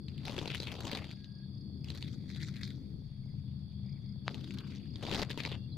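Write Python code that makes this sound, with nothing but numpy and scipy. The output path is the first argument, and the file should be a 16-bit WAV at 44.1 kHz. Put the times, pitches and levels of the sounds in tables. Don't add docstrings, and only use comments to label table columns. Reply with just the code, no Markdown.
import sys
import numpy as np
from scipy import signal
from scipy.fft import rfft, irfft, next_fast_len
from scipy.io import wavfile
from scipy.ndimage import uniform_filter1d

SR = 44100
rng = np.random.default_rng(int(sys.argv[2]) if len(sys.argv) > 2 else 0)


def pcm_store(signal):
    levels = np.round(np.clip(np.atleast_2d(signal), -1, 1) * 32767)
    wavfile.write(sys.argv[1], SR, levels.astype(np.int16).T)


N = 254456
TIME = np.arange(N) / SR
SIZE = next_fast_len(N)
FREQ = np.maximum(np.fft.rfftfreq(SIZE, 1 / SR), 1)

# t/s, nominal level/dB, ring f/Hz, tray knock re blow/dB
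STRIKES = [(0.083, -35.5, 4030, -32), (0.179, -42, 3500, -31), (0.253, -32, 3960, -25),
           (0.281, -28.5, 2600, -13), (0.2952, -31.5, 3970, -4), (0.311, -45, 3330, -17),
           (0.33, -44, 3300, -20), (0.3647, -32, 3640, -13), (0.38, -24.5, 2300, -8),
           (0.3885, -26, 3430, -12), (0.4144, -39, 4070, -0.5), (0.4557, -25.5, 2500, -9.5),
           (0.4757, -30, 4000, -10), (0.5018, -37, 3440, -8.5), (0.5472, -20.5, 2300, -24),
           (0.5704, -30, 2420, -29), (0.6015, -25.5, 4460, -16.5), (0.622, -36, 4040, -13),
           (0.631, -28.5, 3880, -16), (0.6679, -54, 3900, -20), (0.6795, -29.5, 1670, -20),
           (0.717, -30, 2920, -22), (0.7523, -39.5, 3500, -7), (0.8054, -25.5, 1480, -21),
           (0.8325, -34, 1480, -25), (0.851, -28, 1000, -16.5), (0.866, -41, 4000, -23),
           (0.878, -35, 3460, -24), (0.915, -24.5, 2450, -29), (0.9304, -25.5, 3300, -11),
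           (0.9492, -32, 3920, -8), (0.9712, -29, 2450, -26), (0.977, -33, 2450, -13),
           (1.043, -36.5, 2520, -12), (1.1123, -33, 2500, -24), (1.244, -38.5, 3970, -38),
           (1.844, -36.5, 4750, -24), (1.8853, -37, 3650, -30), (1.9025, -27.5, 3960, -22),
           (1.949, -41, 2080, -10.5), (1.9747, -33.5, 2580, -34), (2.008, -44, 4210, -30),
           (2.0252, -29.5, 4140, -24), (2.0785, -42.5, 4000, -33), (2.13, -47, 4540, -27),
           (2.285, -57, 2010, -30), (2.302, -34, 4400, -32), (2.312, -44, 2050, -25),
           (2.3454, -45, 3770, -10), (2.3606, -38, 2300, -23), (2.4034, -41, 3700, -28),
           (2.417, -39, 4030, -30), (2.4298, -32, 4440, -29), (2.4689, -46, 3350, -33),
           (2.484, -42.5, 3540, -30), (2.5407, -41, 4130, -32), (2.558, -41, 3660, -40),
           (2.565, -36.5, 3850, -36), (2.574, -51, 4610, -38), (2.6111, -38, 1950, -32),
           (2.632, -28, 4370, -39), (2.676, -37.5, 2040, -31), (2.7046, -40.5, 3940, -37),
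           (4.344, -32.5, 3480, -28), (4.507, -32, 2600, -26), (4.5855, -31.5, 4060, -27),
           (4.9574, -32.5, 4230, -22), (5.0267, -34, 2090, -11), (5.051, -32, 3600, -7),
           (5.066, -29.5, 2800, -16), (5.071, -36, 1410, -18), (5.094, -30, 3300, -23),
           (5.1126, -25, 2580, -14), (5.124, -29, 3240, -6), (5.1285, -25, 2870, -17),
           (5.1455, -24, 3480, -15), (5.1565, -25, 3870, -25), (5.1735, -36, 3300, -22),
           (5.184, -33, 3680, -15), (5.197, -30, 2600, -25), (5.218, -22.5, 4350, -17),
           (5.225, -25, 2600, -11), (5.296, -35.5, 3900, -27), (5.303, -28, 2900, -11),
           (5.311, -35, 3280, -14), (5.3756, -29.5, 3300, -9), (5.3903, -37, 2320, -26),
           (5.4027, -23, 2660, -19), (5.435, -35, 3520, -27), (5.451, -21, 2800, -16.5),
           (5.461, -25.5, 1510, -13), (5.489, -42, 2940, -17), (5.5174, -40, 3660, -3),
           (5.531, -51, 3530, -16)]
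# t/s, nominal level/dB, ring f/Hz
FLIGHT = [(4.313, -48, 3700), (4.4097, -43.5, 3240), (4.4432, -41.5, 3600), (4.4763, -44, 3420),
          (4.539, -44, 2880), (4.5727, -43, 3000), (4.604, -47, 3370), (4.6713, -46, 3100),
          (4.704, -63, 2900), (4.7503, -52, 4010)]


def undb(db):
    return 10 ** (np.asarray(db) / 20)


def along(table):
    hz, value = np.transpose(table)
    return np.interp(np.log(FREQ), np.log(hz), value)


def columns(table):
    s, *values = np.transpose(table)
    return [np.interp(TIME, s, v) for v in values]


def through(x, gain):
    return irfft(rfft(x, SIZE) * gain, SIZE)[..., :N]


def band(hz, width_hz):
    return np.exp(-np.abs(2 * (FREQ - hz) / width_hz) ** 3)


def level(x, db):
    return x * undb(db) / np.sqrt(np.mean(x ** 2))


def walk(rate_hz):
    k = int(SR / rate_hz)
    held = np.repeat(rng.standard_normal(N // k + 1), k)
    return 1.46 * uniform_filter1d(uniform_filter1d(held, k), k)[:N]


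def add(out, s, sound):
    i = int(s * SR)
    out[..., i:i + sound.shape[-1]] += sound[..., :N - i]


def pair(a, b, alike):
    c = np.clip(along(alike), 0, 1)
    mid = through(a, np.sqrt((1 + c) / 2))
    side = through(b, np.sqrt((1 - c) / 2))
    return np.array([mid + side, mid - side])


def far_noise(gain):
    # f/Hz, likeness/0-1
    far_alike = [(30, 0.22), (100, 1), (300, 0.83), (700, 0.11), (1500, 0.019)]
    return through(pair(*rng.standard_normal((2, N)), far_alike), gain)


def hiss():
    # f/Hz, relative density/dB
    colour = [(400, -12.5), (900, -13), (2950, -21), (4300, -16.5), (5000, -9), (5500, -30), (7400, -42),
              (9470, -23), (11000, -36), (15500, -31.5)]
    return level(far_noise(undb(along(colour))), -76)


def rumble():
    # f/Hz, relative density/dB
    colour = [(20, -20.5), (38, -26), (72, -10.5), (82, -1), (92, -8), (115, -5), (130, 1), (164, -8.5),
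              (191, -10.5), (198, 0.5), (206, -13), (261, -16.5), (394, -29), (550, -41), (1200, -71.5)]
    # t/s, level/dB, upper part/dB
    swell = [(0, -43.5, -4), (1.0, -44.5, -1.5), (1.3, -45.5, -10), (2, -41.5, -3), (2.55, -41.5, -8.5),
             (2.7, -43.5, -2.5), (2.97, -42.5, -4.5), (3.1, -45.5, -14), (3.33, -41.5, -11),
             (3.7, -43, -14), (4.2, -41.5, -13), (4.35, -43.5, 0), (4.9, -43, -4), (5.45, -44, -3.5),
             (5.77, -41, -9.5)]
    puff_s, puff_half_s, puff_db = 3.1, 0.3, 10
    db, upper_db = columns(swell)
    noise = level(far_noise(undb(along(colour))), -45.5)
    low = through(noise, 1 / (1 + (FREQ / 225) ** 12))
    upper = noise - low
    lift_db = puff_db * np.exp(-((TIME - puff_s) / puff_half_s) ** 2)
    low = low + (undb(lift_db) - 1) * through(noise, FREQ < 62)
    return undb(db - db.mean()) * (low + undb(upper_db - upper_db.mean() + 2.0) * upper)


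def buzz():
    rate_hz, start_s, rms_db = 50, .0012, -77
    ticks = np.zeros(N)
    at = (np.arange(start_s, N / SR, 1 / rate_hz) * SR).astype(int)
    ticks[at] = rng.standard_normal(len(at))
    dull = band(600, 1100) / FREQ ** 1.5 * (FREQ > 300)
    return level(through(ticks, dull), rms_db)


def chorus():
    # f/Hz, width/Hz, rms level before swell/dB
    bands = [(3380, 230, -76.5), (3495, 84, -78.5), (3746, 150, -82), (4445, 480, -70), (4750, 390, -72)]
    # t/s, low chorus/dB, high chorus/dB
    swells = [(0, -75.5, -64), (1.2, -74, -62.5), (3, -78, -68), (3.9, -73.5, -66), (5.77, -72, -64)]
    low_db, high_db = columns(swells)
    out = 0
    for hz, width_hz, db in bands:
        swell_db = low_db if hz < 4000 else high_db
        flicker_db = 1.5 * walk(40)
        out = out + level(far_noise(band(hz, width_hz)), db) * undb(swell_db - np.median(swell_db) + flicker_db)
    return out


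def cricket():
    # t/s, level before pulse weights/dB
    chirps = [(0.029, -60.5), (.865, -63), (1.09, -55), (1.317, -57), (1.544, -56.5), (1.771, -60),
              (3.265, -65), (3.858, -56), (4.056, -57.5), (4.251, -55.5), (4.443, -57), (4.64, -58),
              (4.87, -55)]
    pulse_s, spacing_s, start_hz, fall_hz_per_s = 0.014, .0315, 5080, 32000
    out, t = np.zeros(N), np.arange(int(pulse_s * SR)) / SR
    phase = 2 * np.pi * np.cumsum(start_hz - fall_hz_per_s * t) / SR
    pulse = np.hanning(len(t)) * np.sin(phase)
    for s, db in chirps:
        for k, weight_db in enumerate((-3, 0.5, 0.5)):
            add(out, s + spacing_s * k, undb(db + weight_db) * pulse)
    return out


def far_birds():
    # t/s, length/s, start f/Hz, end f/Hz, level before shake/dB, hoarseness/Hz
    notes = [(0.558, .12, 3850, 4120, -58, 60), (1.132, 0.36, 1640, 1646, -77, 25.1),
             (3.222, 0.13, 2270, 2010, -84, 69.4), (3.824, 0.18, 2060, 2250, -77.5, 170),
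             (4.018, 0.12, 2100, 2260, -78, 130), (5.537, 0.15, 2710, 2810, -75, 25),
             (5.714, 0.036, 4130, 4200, -58.5, 191)]
    out = np.zeros(N)
    for s, length_s, hz, end_hz, db, hoarse_hz in notes:
        n = int(length_s * SR)
        shake = rng.standard_normal((2, 1 + n // 150)).repeat(150, axis=1)[:, :n]
        phase = 2 * np.pi * np.cumsum(np.linspace(hz, end_hz, n) + hoarse_hz * shake[0]) / SR
        swell = signal.windows.tukey(n, .35) * undb(7.3 * uniform_filter1d(shake[1], size=500))
        add(out, s, undb(db) * swell * np.sin(phase))
    return out


def whirr():
    # peak t/s, 1/e half-width/s, rms level before swell/dB, f/Hz, width/Hz
    swells = [(4.38, 0.13, -73, 1800, 2916), (4.61, 0.1, -66, 1300, 940), (4.71, 0.21, -70, 2660, 1400)]
    beat_s = .0327
    beat = 1 + .7 * np.cos(2 * np.pi * (TIME - FLIGHT[0][0] - .002) / beat_s)
    out = 0
    for s, half_s, db, hz, width_hz in swells:
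        air = through(rng.standard_normal((2, N)) * beat, band(hz, width_hz))
        out = out + level(air, db) * np.exp(-((TIME - s) / half_s) ** 2)
    return out


def clap():
    clap_s, clap_db = 4.28045, -16
    out, t = np.zeros(N), np.arange(-16, 128) / SR
    suck = np.exp(-(t / .000075) ** 2)
    ripple = 1 + .55 * np.cos(2 * np.pi * 4300 * (t - .00037))
    rebound = .38 * np.exp(-((t - .0003) / .00024) ** 2) * ripple
    add(out, clap_s + t[0], undb(clap_db) * (rebound - suck))
    return np.array([out, 0.22 * np.roll(out, 6)])


def scrapes(rate_hz, spread_db, fade_s):
    sizes = undb(np.minimum(spread_db * rng.exponential(size=N), 14))
    hits = (rng.random(N) < rate_hz / SR) * sizes
    fading = signal.lfilter([1], [1, -np.exp(-1 / (fade_s * SR))], hits)
    return level(fading + 0.24, 0)


def stir():
    rest_share, settle_s = .48, .011
    blows = np.zeros(N)
    blows[[int(row[0] * SR) for row in list(STRIKES) + list(FLIGHT)]] = 1
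    settling = signal.lfilter([1], [1, -np.exp(-1 / (settle_s * SR))], blows)
    return rest_share + np.minimum(settling, 1)


def effort():
    # t/s, brushing level before stir/dB, low flap of air re it/dB
    bouts = [
        [(0, -91, -11), (0.095, -68, -11), (0.235, -59.5, -9), (0.265, -50.5, -2.5), (0.385, -50, -1.5),
         (0.45, -50, -2), (0.52, -50.5, -10), (0.64, -49, -16), (0.72, -51, -4), (0.86, -53.5, 2),
         (0.96, -50, 0), (1.1, -55.5, -8), (1.2, -68.5, -15), (1.45, -77, -9)],
        [(1.82, -86, -14), (1.855, -59.5, -12), (1.93, -54.5, -8.5), (2.11, -55, -38), (2.2, -65.5, -19)],
        [(2.27, -61, -20), (2.315, -59, -28), (2.37, -57.5, -25), (2.43, -52.5, -27), (2.53, -59, -20),
         (2.6, -54.5, -23), (2.72, -55.5, -34), (2.8, -68, -17), (2.95, -72, -19)],
        [(4.245, -80, -4), (4.27, -57, -2.5), (4.36, -56.5, -2), (4.42, -60.5, -13), (4.5, -60, -17),
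         (4.62, -64, -10), (4.75, -60.5, -13), (4.9, -69, -10)],
        [(4.9, -72, -17), (5.0, -54.5, -12), (5.03, -48, 0.5), (5.07, -53, 6.5), (5.14, -46.5, 1.5),
         (5.225, -44.5, 3), (5.25, -55.5, -7), (5.285, -62, 3.5), (5.31, -45, -13), (5.335, -57.5, -4),
         (5.39, -50.5, -13), (5.46, -51.5, 0), (5.53, -56, 1.5), (5.62, -69, -7), (5.72, -79, -7)],
    ]
    return columns([row for bout in bouts for row in bout])


def brushing():
    # f/Hz, relative gain/dB
    feather = [(590, -49), (1000, -21), (1660, -3.5), (2540, 1), (3790, 3.5), (4470, 0.5), (5220, -4.5),
               (8000, -21), (10400, -59.5), (17600, -120)]
    # f/Hz, width/Hz, share
    wire = [(2070, 510, 0.04), (2840, 900, -0.83)]
    db, air_db = effort()
    common, noise = scrapes(220, 3.0, .001), rng.standard_normal((2, N))
    body = 0
    for hz in 1300 * 1.337 ** np.arange(7):
        gate = common + .7 * scrapes(220, 3.5, .001)
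        body = body + undb(4.6 * walk(25)) * through(noise * gate, band(hz, 0.46 * hz))
    body = level(through(body, undb(along(feather))), -0.056)
    gentle = np.clip(-air_db / 12 - .7, 0, 1)
    mesh = sum(share * band(hz, width_hz) for hz, width_hz, share in wire)
    body = body + gentle * through(body, mesh)
    air_gate = uniform_filter1d(common, size=300) ** 1.02
    air_colour = band(530, 2000) / np.sqrt(1 + (FREQ / 500) ** 2)
    air = level(through(noise * air_gate, air_colour), 0.82)
    barb_gate = uniform_filter1d(common, size=160) + 0.53
    barbs = level(through(noise * barb_gate, band(8500, 14000)), -20)
    return undb(db) * (stir() * (body + barbs) + undb(air_db) * air)


def strikes():
    # f/Hz, level before scatter/dB, t60/s
    tray = [(198, -2.5, 0.042), (315, -2, 0.029), (430, 0, 0.02), (574, -12, 0.05), (928, -10, 0.027)]
    other_range_hz, pole_width_hz = (1900, 4600), 1500
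    crack_s, crack_log_spread, rise_s = 0.0013, 0.3, .0003
    drag_s, drag_share = 0.006, 0.24
    tick_db, tick_shrink, tick_scatter_db = -16, 0.22, 7
    ring, thud, tick = np.zeros((3, 2, N))
    t = np.arange(2048) / SR
    hz, mode_db, t60_s = np.transpose(tray)[:, :, None]
    for s, db, bar_hz, thud_db in list(STRIKES) + [(*beat, -24) for beat in FLIGHT]:
        a, b = rng.standard_normal(2)
        other_hz = rng.uniform(*other_range_hz)
        length_s = max(crack_s * np.exp(crack_log_spread * a), 1e-4)
        slips = np.repeat(rng.exponential(size=len(t) // 32), 32)
        slips[:32] = 1.94
        fade = np.exp(-t / length_s) + drag_share * np.exp(-t / drag_s)
        noise = rng.standard_normal((2, len(t))) * slips * fade * (1 - np.exp(-t / rise_s))
        energy = np.mean(np.sum(noise ** 2, axis=1))
        noise = 0.39 * noise / np.sqrt(2 * energy / (length_s * SR))
        poles = np.exp(np.pi * (2j * np.array([bar_hz, other_hz]) - pole_width_hz) / SR)
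        bar, other = (signal.lfilter([1], [1, -p], signal.lfilter([1], [1, -p], noise)).imag for p in poles)
        bar = bar + 0.59 * other
        bar = bar / np.abs(bar).max(axis=1, keepdims=True)
        add(ring, s, undb(db) * (0.77 * bar + 0.69 * noise))
        mode_gain = undb(mode_db + 3.25 * rng.standard_normal((2, len(tray), 1)))
        sign = np.sign(rng.standard_normal(hz.shape))
        modes = mode_gain * np.sin(2 * np.pi * hz * t) * sign
        add(thud, s, undb(db + thud_db) * (modes * 1000. ** (-t / t60_s)).sum(axis=1))
        rel_db = tick_db - tick_shrink * (db + 47) + tick_scatter_db * b
        add(tick, s, undb(db + rel_db) * noise)
    return through(ring, band(4650, 5980)) + thud + through(tick, band(12000, 13400))


def scene():
    # f/Hz, likeness/0-1
    near_alike = [(300, .97), (2000, .92), (4500, .56), (9000, .27)]
    echo_s, echo_db = .012, -17
    birds = brushing() + strikes() + clap() + whirr()
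    late = np.roll(birds, int(echo_s * SR), axis=1)
    birds = birds - undb(echo_db) * through(late, band(3000, 4100))
    background = rumble() + buzz() + chorus() + cricket() + far_birds() + hiss()
    return pair(*birds, near_alike) + background


def record(dry):
    # f/Hz, difference/dB
    ports = [(60, 7), (1000, 6), (2300, 7), (4400, -1.2), (8000, 4), (14000, 1)]
    top_hz, gain_db = 15300, 1.53
    heard = through(dry, undb(np.outer([.5, -.5], along(ports)) + gain_db))
    return signal.sosfilt(signal.ellip(8, .2, 70, top_hz, fs=SR, output="sos"), heard)


dry = scene()
out = record(dry)
pcm_store(out)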